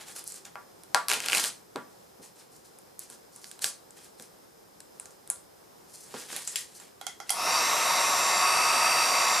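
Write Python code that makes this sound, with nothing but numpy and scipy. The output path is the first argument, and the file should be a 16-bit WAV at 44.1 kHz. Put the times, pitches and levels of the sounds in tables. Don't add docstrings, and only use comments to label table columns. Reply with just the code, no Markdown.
import sys
import numpy as np
from scipy import signal
from scipy.fft import rfft, irfft
from scipy.io import wavfile

SR = 44100
rng = np.random.default_rng(int(sys.argv[2]) if len(sys.argv) > 2 else 0)


def unload_audio(sound):
    columns = np.transpose(np.atleast_2d(sound))
    steps = np.round(np.clip(columns, -1, 1) * 32767)
    wavfile.write(sys.argv[1], SR, steps.astype(np.int16))


N = 414540

# start_s, position (0 = over the glass, 1 = out at the right edge)
SWEEP = [(7.5, 0.15), (7.65, 0.65), (7.92, 0.64), (8.1, 0.63), (8.36, 0.64), (8.5, 0), (8.9, 0.045),
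         (9.12, 0.31), (9.36, 0.56)]
# frequency_hz, relative density_db (per Hz)
AIR_SPECTRUM = [(53, -89), (90, -28), (424, -16), (697, -5.5), (828, -10.5), (1120, -2), (1610, -11.5),
                (2590, -10), (3150, -20), (4350, -18), (5060, -14), (5630, -8), (6690, -16), (12500, -20),
                (15500, -34)]
# frequency_hz, correlation
NEAR_CORRELATION = [(60, 0.95), (180, 0.75), (550, 0.82), (1650, 0.95), (4970, 0.95), (15000, 0.74)]


def from_db(db):
    return 10 ** (np.asarray(db) / 20)


def rms_one(x):
    return x / np.sqrt(np.mean(x ** 2) + 1e-20)


def in_time(rows):
    s, *columns = np.transpose(rows)
    return np.array([np.interp(np.arange(N) / SR, s, c) for c in columns])


def at_hz(points, hz):
    points_hz, values = np.array(points).T
    return np.interp(np.log(hz), np.log(points_hz), values)


def drift(rate_hz, size):
    pole = np.exp(-2 * np.pi * rate_hz * 40 / SR)
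    white = rng.standard_normal(size // 40 + 2002)
    slow = signal.lfilter([1], [1, -2 * pole, pole * pole], white)[2000:]
    return np.interp(np.arange(size) / 40, np.arange(len(slow)), rms_one(slow))


def stereo(spectrum, correlation, mid, side, modes=()):
    hz = np.maximum(np.fft.rfftfreq(len(mid), 1 / SR), 1)
    gain = from_db(at_hz(spectrum, hz))
    for centre_hz, width_hz, lift_db in modes:
        peak = 1 / (1 + (2 * (hz - centre_hz) / width_hz) ** 2)
        gain = gain * (1 + (from_db(lift_db) - 1) * peak)
    c = np.clip(at_hz(correlation, hz), -1, 1)
    m = gain * np.sqrt(1 + c) * rfft(mid)
    s = gain * np.sqrt(1 - c) * rfft(side)
    return rms_one(irfft(np.array([m + s, m - s]), len(mid)))


def room(x, wet_db, alike=0.75):
    # frequency_hz, t60_s
    decay_times = [(200, 0.34), (1100, 0.23), (2500, 0.3), (8000, 0.26), (15000, .15)]
    first_wall_s = 0.005
    t = np.arange(SR // 2) / SR
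    tail = 0
    for hz in 125 * 2. ** np.arange(7):
        white = rng.standard_normal((3, len(t)))
        octave = signal.butter(2, [hz / np.sqrt(2), hz * np.sqrt(2)], "band", fs=SR, output="sos")
        tail = tail + signal.sosfilt(octave, white) * from_db(-60 * t / at_hz(decay_times, hz))
    tail *= np.clip(t / first_wall_s, 0, 1) ** 2
    alike = np.clip(alike, 0, 1)
    ears = np.sqrt(alike) * tail[0] + np.sqrt(1 - alike) * tail[1:]
    ears /= np.sqrt(np.mean(np.sum(ears ** 2, axis=1)))
    mono = x.mean(axis=0, keepdims=True) if x.ndim > 1 else x[None]
    return from_db(wet_db) * signal.fftconvolve(mono, ears, axes=1)[:, :N]


def room_tone():
    # frequency_hz, relative density_db (per Hz)
    tone_spectrum = [(15, -59), (25, -29), (175, -8), (263, -10.5), (439, -5.5), (560, -6), (624, -10),
                     (754, -8), (2690, -25), (5140, -22.5), (14800, -26.5), (16000, -60)]
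    # frequency_hz, correlation
    tone_correlation = [(60, 1), (180, 0.28), (550, -0.41), (1650, -0.069), (4970, 0.43), (15000, 0.61)]
    # centre_hz, width_hz, lift_db
    tone_bands = [(5022, 12, 12), (5255, 14, 10), (375, 75, 2)]
    tone_db, whistle_hz, whistle_db = -55, 5197, -75
    breathe = from_db(0.6 * drift(3, N))
    white = rng.standard_normal((2, N))
    noise = stereo(tone_spectrum, tone_correlation, *white, modes=tone_bands)
    whistle = np.sqrt(2) * from_db(whistle_db) * np.sin(2 * np.pi * whistle_hz * np.arange(N) / SR)
    return whistle + from_db(tone_db) * breathe * noise


def spin_lag(start):
    spin_up_s = 0.075
    return np.exp(-np.arange(N - start) / SR / spin_up_s)


def blast(start, patchy_db=0.73):
    # zone_hz, level_db (over the glass), lag_db (down at switch-on), edge_db (gained)
    zones = [(860, -22.5, 16.5, -2), (2310, -24, 31, -3.5), (5600, -28.5, 9, 1)]
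    # centre_hz, width_hz, over_db (over the glass), edge_db (out at the edge)
    casing_modes = np.array([(742, 32, 6.5, 5), (927, 40, 10, 12), (1108, 13, 10.5, 6.5), (1271, 46, 11, 2),
                             (1817, 26, 8.5, 10.5), (2077, 89, 5, 9), (2620, 200, 11, 2.5),
                             (3810, 450, 11, 14), (4680, 160, 5.5, 2), (9760, 420, 11, 1),
                             (12400, 140, 6, 0)])
    size = N - start
    white = rng.standard_normal((2, size))
    edge = np.clip(in_time(SWEEP)[0, start:], 0, 1)
    over = stereo(AIR_SPECTRUM, NEAR_CORRELATION, *white, modes=casing_modes[:, [0, 1, 2]])
    aside = stereo(AIR_SPECTRUM, NEAR_CORRELATION, *white, modes=casing_modes[:, [0, 1, 3]])
    air = over + edge * (aside - over)

    zone_hz, full_db, lag_db, edge_db = np.transpose(zones)[:, :, None]
    levels_db = full_db - lag_db * spin_lag(start) + edge_db * edge
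    spectrum = rfft(air)
    hz = np.maximum(np.fft.rfftfreq(size, 1 / SR), 1)
    centres = np.log(np.geomspace(60, 15000, 17))
    out = 0
    for k, centre in enumerate(centres):
        share = np.interp(np.log(hz), centres, np.arange(17) == k)
        weights = [np.interp(centre, np.log(zone_hz[:, 0]), np.arange(3) == j) for j in range(3)]
        band_db = np.dot(weights, levels_db) + patchy_db * drift(14.0, size)
        out = out + irfft(spectrum * share, size) * from_db(band_db)
    return out


def whine(start, waver_db=1.8, faint_waver_db=5.0):
    strong_orders = [74, 75, 76, 82, 83, 84, 88, 89, 90, 91, 92, 93, 94, 95, 118, 119, 136, 137]
    strong_levels = [-53.5, -46, -39.5, -63, -48, -57, -55, -38, -46, -61, -48, -38.5, -47.5, -44, -66,
                     -51.5, -51, -52.5]
    strong_edge_gains = [13, 2.5, -5, 7, -3, 12, 12, -3, -3, 4, -1, -5, 6, 4, 0, 14.5, -6, -15]
    # centre_hz, width_hz, lift_db
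    slide_peaks = [(4650, 52, 10), (7336, 42, 16.5), (8480, 72, 13)]
    # start_s, level_db
    low_whistle = [(7.45, -12), (7.55, 2), (7.76, -13), (7.95, -2.5), (8.17, -10.5), (8.4, 0), (8.85, 1.5),
                   (9.36, -1)]
    settled_turns, free_turns, spin_up_turns, wobble_turns = 61.87, 62.62, 15.5, 0.035
    sag_at_s, sag_s = 7.97, 0.16
    whistle_top_hz, whistle_scatter = 4900, 0.12
    faint_db = -44
    start_lag_db = 26

    size = N - start
    lag = spin_lag(start)
    edge = in_time(SWEEP)[0, start:]
    unsagged = np.exp(-np.maximum(np.arange(start, N) / SR - sag_at_s, 0) / sag_s)
    rate = settled_turns + (free_turns - settled_turns) * unsagged
    rate = rate - spin_up_turns * lag + wobble_turns * drift(4.7, size)
    turns = np.cumsum(rate) / SR
    strong = dict(zip(strong_orders, zip(strong_levels, strong_edge_gains)))
    whistle_db = in_time(low_whistle)[0, start:]
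    out = 0
    for order in range(50, 205):
        hz = order * settled_turns
        scatter = 1
        if order in strong:
            level_db, edge_db = strong[order]
            db = level_db + edge_db * edge + waver_db * drift(1.06, size)
            for peak_hz, width_hz, lift_db in slide_peaks:
                db = db + lift_db / (1 + (2 * (order * rate - peak_hz) / width_hz) ** 2)
            if hz < whistle_top_hz:
                db = db + whistle_db
                scatter = whistle_scatter
        else:
            db = at_hz(AIR_SPECTRUM, hz) + faint_db + faint_waver_db * drift(1.3, size)
        phase = order * turns + rng.random() * scatter
        out = out + np.sqrt(2) * from_db(db) * np.sin(2 * np.pi * phase)
    return out * from_db(-start_lag_db * lag)


def rubbing(grains_per_s=900, size_db=4.5, patchy_db=3.0, attack_share=0.31, release_s=0.045):
    # start_s, length_s, bright_db, dull_db (nominal rub levels)
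    strokes = [(0, 0.041, -47.5, -52.5), (0.064, 0.062, -47, -54.5), (0.152, 0.06, -46, -58),
               (0.262, 0.13, -50.5, -63), (0.448, 0.028, -51, -55.5), (1.092, 0.068, -32, -33.5),
               (1.186, 0.11, -42.5, -41.5), (1.31, 0.11, -33, -36), (1.421, 0.07, -37.5, -44),
               (2.22, 0.058, -54, -63.5), (2.36, 0.071, -59, -63.5), (2.52, 0.065, -61.5, -81),
               (2.646, 0.03, -57.5, -71), (2.992, 0.064, -54, -63.5), (3.093, 0.058, -52, -61),
               (3.324, 0.13, -60, -70), (3.44, 0.12, -58, -71), (3.618, 0.071, -35, -46),
               (3.962, 0.11, -53, -63), (4.183, 0.086, -56, -67), (4.94, 0.22, -66.5, -81),
               (5.874, 0.26, -55.5, -66.5), (6.122, 0.15, -48.5, -53.5), (6.289, 0.12, -46, -49),
               (6.39, 0.26, -47.5, -58), (6.693, 0.19, -57, -64), (7.265, 0.088, -56, -57)]
    # frequency_hz, relative density_db (per Hz)
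    bright_spectrum = [(1180, -30), (2000, -33), (3650, -53), (4050, -9), (4340, -7.5), (9580, -4),
                       (14500, -17.5), (16000, -24)]
    # frequency_hz, relative density_db (per Hz)
    dull_spectrum = [(50, -58), (88, -20), (150, -6), (925, 3), (1190, -0.5), (1570, 4), (2300, 0),
                     (3500, 2), (4550, -2.5), (7700, -120)]
    crackles_per_s, crackle_hz, crackle_db = 260, (1400, 6000), -4

    t = np.arange(0, N, 20) / SR
    press = 0
    for s, length_s, bright_db, dull_db in strokes:
        rise = (t - s) / (attack_share * length_s)
        fall = (s + length_s - t) / release_s
        stroke = np.clip(np.minimum(rise, fall) + 0.5, 0, 1)
        press = press + stroke * from_db([[bright_db], [dull_db]])
    press = np.repeat(press, 20, axis=1)[:, :N]

    out = 0
    for level, spectrum in zip(press, (bright_spectrum, dull_spectrum)):
        sizes = from_db(size_db * np.minimum(rng.exponential(1, N), 3))
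        slips = (rng.random(N) < grains_per_s / SR) * sizes
        grains = rng.standard_normal(N) * (0.49 + slips)
        side = rng.standard_normal(N) * grains.std()
        colour = stereo(spectrum, NEAR_CORRELATION, grains, side)
        out = out + level * from_db(patchy_db * drift(32, N)) * colour

    ticks = (rng.random(N) < crackles_per_s / SR) * rng.standard_normal(N)
    band = signal.butter(2, crackle_hz, "band", fs=SR, output="sos")
    ticks = signal.sosfilt(band, ticks + 1e-18)
    return out + from_db(crackle_db) * press[1] * rms_one(ticks)


def resonance(x, hz, width_hz):
    b, a = signal.iirpeak(hz, hz / width_hz, fs=SR)
    return signal.lfilter(b, a, signal.lfilter(b, a, x))


def contact(white, edges_hz, t60, peak_db, rings=()):
    n = np.arange(len(white))
    both = np.array([white * from_db(-60 * n / SR / t60), n == 0])
    both = signal.sosfilt(signal.butter(3, edges_hz, "band", fs=SR, output="sos"), both)
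    both = both + sum(from_db(db) * resonance(both, hz, width_hz) for hz, width_hz, db in rings)
    both[1] = rms_one(both[1]) * both[0].std()
    return from_db(peak_db) * both / np.abs(both[0]).max()


def taps():
    # start_s, snap_peak_db, body_peak_db, brightest_hz, focus_db (that pitch), left_right_db
    blows = [(0.1628, -28, -43, 10900, 23, -5), (0.193, -28.5, -49, 10700, 15, -7),
             (0.2408, -29, -67, 11100, 20, -3), (0.2768, -21.5, -63, 10700, 27, -4),
             (0.3217, -29.5, -52, 8250, 15, -7), (0.3426, -28, -51, 8800, 12, -1),
             (0.453, -31.5, -47, 6140, 14, 0), (0.5558, -35.5, -27.5, 2680, 11, 3),
             (0.8353, -35, -53, 9620, 4, -5), (0.9461, -3.5, -8, 4700, -11, 2),
             (1.084, -11.5, -28, 10700, 0, 2.5), (1.0923, -16, -39, 8280, -3, -1),
             (1.1002, -10.5, -28, 2620, 8, -3), (1.115, -9.5, -23.5, 2580, 5, 3),
             (1.1259, -15, -38, 1880, 11, -2), (1.1345, -11.5, -28, 2550, 12, 1),
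             (1.1404, -16.5, -35, 2770, 11, 0), (1.2032, -16.5, -38, 2600, 6, 0),
             (1.238, -24, -48, 2600, 18, 0), (1.2607, -18.5, -43, 2650, 0, -.6),
             (1.285, -10, -28.5, 2550, 4.5, 2), (1.2989, -14.5, -42, 2580, 6, 0),
             (1.3208, -17, -45, 2600, 11, -8), (1.3311, -9.5, -21.5, 2480, 16.5, 4),
             (1.3485, -11.5, -35, 2480, 9.5, -9), (1.3715, -12, -36, 2700, 10, -1),
             (1.3814, -15, -40, 4010, 1, 0), (1.3968, -13.5, -46, 3000, 4, -1),
             (1.4408, -11.5, -28, 3350, 5, -4), (1.4474, -13, -32.5, 7950, -17, 3),
             (1.759, -26, -23, 3430, 2, 0), (2.7871, -35.5, -62, 9600, 14, 1),
             (2.9927, -22, -59, 10500, 30, -3), (3.1004, -29, -49, 9650, 12, -3),
             (3.3614, -32, -53, 8300, 20, -.6), (3.4432, -30.5, -49, 5150, 4, -6),
             (3.5142, -27, -64, 6900, -13, -4), (3.592, -33, -44, 8560, -4, 0),
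             (3.6202, -20.5, -41, 9350, -7, -3), (3.643, -7.5, -33, 8700, -11, -.6),
             (3.907, -36.5, -54, 8400, 19, -1), (4.1978, -33.5, -47, 5630, 0, -.6),
             (4.8042, -28.5, -52, 8000, 5, 2), (4.9985, -21, -42.5, 8960, 12, 0),
             (5.0568, -31, -44, 7000, 6, -1), (5.1073, -39, -60, 8000, 12, -1),
             (5.2755, -31.5, -51, 8800, 12, 2), (5.3012, -10, -37, 9400, 17, 1.5),
             (5.3098, -26, -56, 8600, 17, 1), (5.359, -40, -60, 5000, 17, 0),
             (6.141, -38, -31.5, 4970, 11, -8), (6.3289, -26.5, -37, 6500, -2, -10),
             (6.3636, -18, -35, 10700, 2, -7), (6.4751, -17, -39, 7700, 8, 4),
             (6.558, -14, -39, 3160, -13, 6.5), (6.7998, -39, -48, 6900, -4, -12),
             (7.013, -30, -34.5, 4000, -9, -9), (7.0668, -23, -30.5, 6450, -7, -11.5),
             (7.2017, -29, -31.5, 5450, 4, -7), (7.2937, -14.5, -42, 4950, 4, 1),
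             (7.3041, -11.5, -25.5, 10500, 15, -9)]
    # start_s, peak_db
    bench_thuds = [(0.945, -40), (1.139, -42), (1.326, -38), (1.441, -44), (1.756, -32), (2.194, -45),
                   (3.098, -50), (3.641, -47), (4.198, -45.5), (6.139, -35), (6.326, -39.5)]
    # centre_hz, width_hz, added_db
    glass_rings = [(1630, 310, 3), (4370, 2000, -6.5), (8000, 1130, -4.5)]
    # centre_hz, width_hz, added_db
    tablet_rings = [(980, 32, 7), (1151, 22, 7), (1400, 36, 6)]
    # centre_hz, width_hz, added_db
    clink_rings = [(1900, 250, 3), (7450, 380, 9), (9800, 600, 2)]
    # centre_hz, width_hz, added_db
    knock_rings = [(760, 220, 3), (1403, 200, 4), (2050, 260, 7), (3300, 350, 8)]
    thud_hz, body_hz, snap_hz = (146, 610), (645, 1675), (1710, 11400)
    thud_t60_s, body_t60_s, snap_t60_s, clatter_t60_s = 0.042, 0.007, 0.0065, 0.016
    hands_off_s = 6.0
    tool_s, pick_up_s = 6.45, 6.9
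    snap_q = 1.98
    snap_to_room_db = -8

    size = 4096
    close, feed = np.zeros((2, N + size)), np.zeros(N + size)
    for (s, peak_db, body_db, hz, focus_db, pan_db), white in zip(blows, rng.standard_normal((len(blows), size))):
        t60, wet_db = clatter_t60_s, 0
        if s < hands_off_s:
            t60, wet_db, rings = snap_t60_s, snap_to_room_db, glass_rings
        elif s < tool_s:
            rings = []
        elif s < pick_up_s:
            rings = clink_rings
        else:
            rings = knock_rings
        snap = contact(white, snap_hz, t60, peak_db, [(hz, hz / snap_q, focus_db)] + rings)
        snap = snap * from_db([[0], [wet_db]])
        body_rings = tablet_rings if s < pick_up_s else knock_rings
        burst = snap + contact(white, body_hz, body_t60_s, body_db, body_rings)
        at = round(s * SR)
        close[:, at:at + size] += burst[0] * from_db([[pan_db / 2], [-pan_db / 2]])
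        feed[at:at + size] += burst[1]
    for (s, peak_db), white in zip(bench_thuds, rng.standard_normal((len(bench_thuds), size))):
        burst = contact(white, thud_hz, thud_t60_s, peak_db)
        at = round(s * SR)
        close[:, at:at + size] += burst[0]
        feed[at:at + size] += burst[1]
    return close[:, :N], feed[:N]


def scene():
    motor_on_s = 7.32
    tap_wet_db, rub_wet_db, motor_wet_db = -2.5, -6.5, -17
    start = round(motor_on_s * SR)
    motor, air = np.zeros((2, N)), np.zeros((2, N))
    air[:, start:] = blast(start)
    motor[:, start:] = whine(start)
    rub = rubbing()
    close, feed = taps()
    hands_to_room = from_db(tap_wet_db) * feed + from_db(rub_wet_db) * rub
    hands = close + rub + room(hands_to_room, wet_db=0.0, alike=0.73)
    return room_tone() + air + motor + room(motor, wet_db=motor_wet_db) + hands


def record(dry):
    return signal.sosfilt(signal.cheby2(12, 70, 16300, fs=SR, output="sos"), dry)


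dry = scene()
out = record(dry)
unload_audio(out)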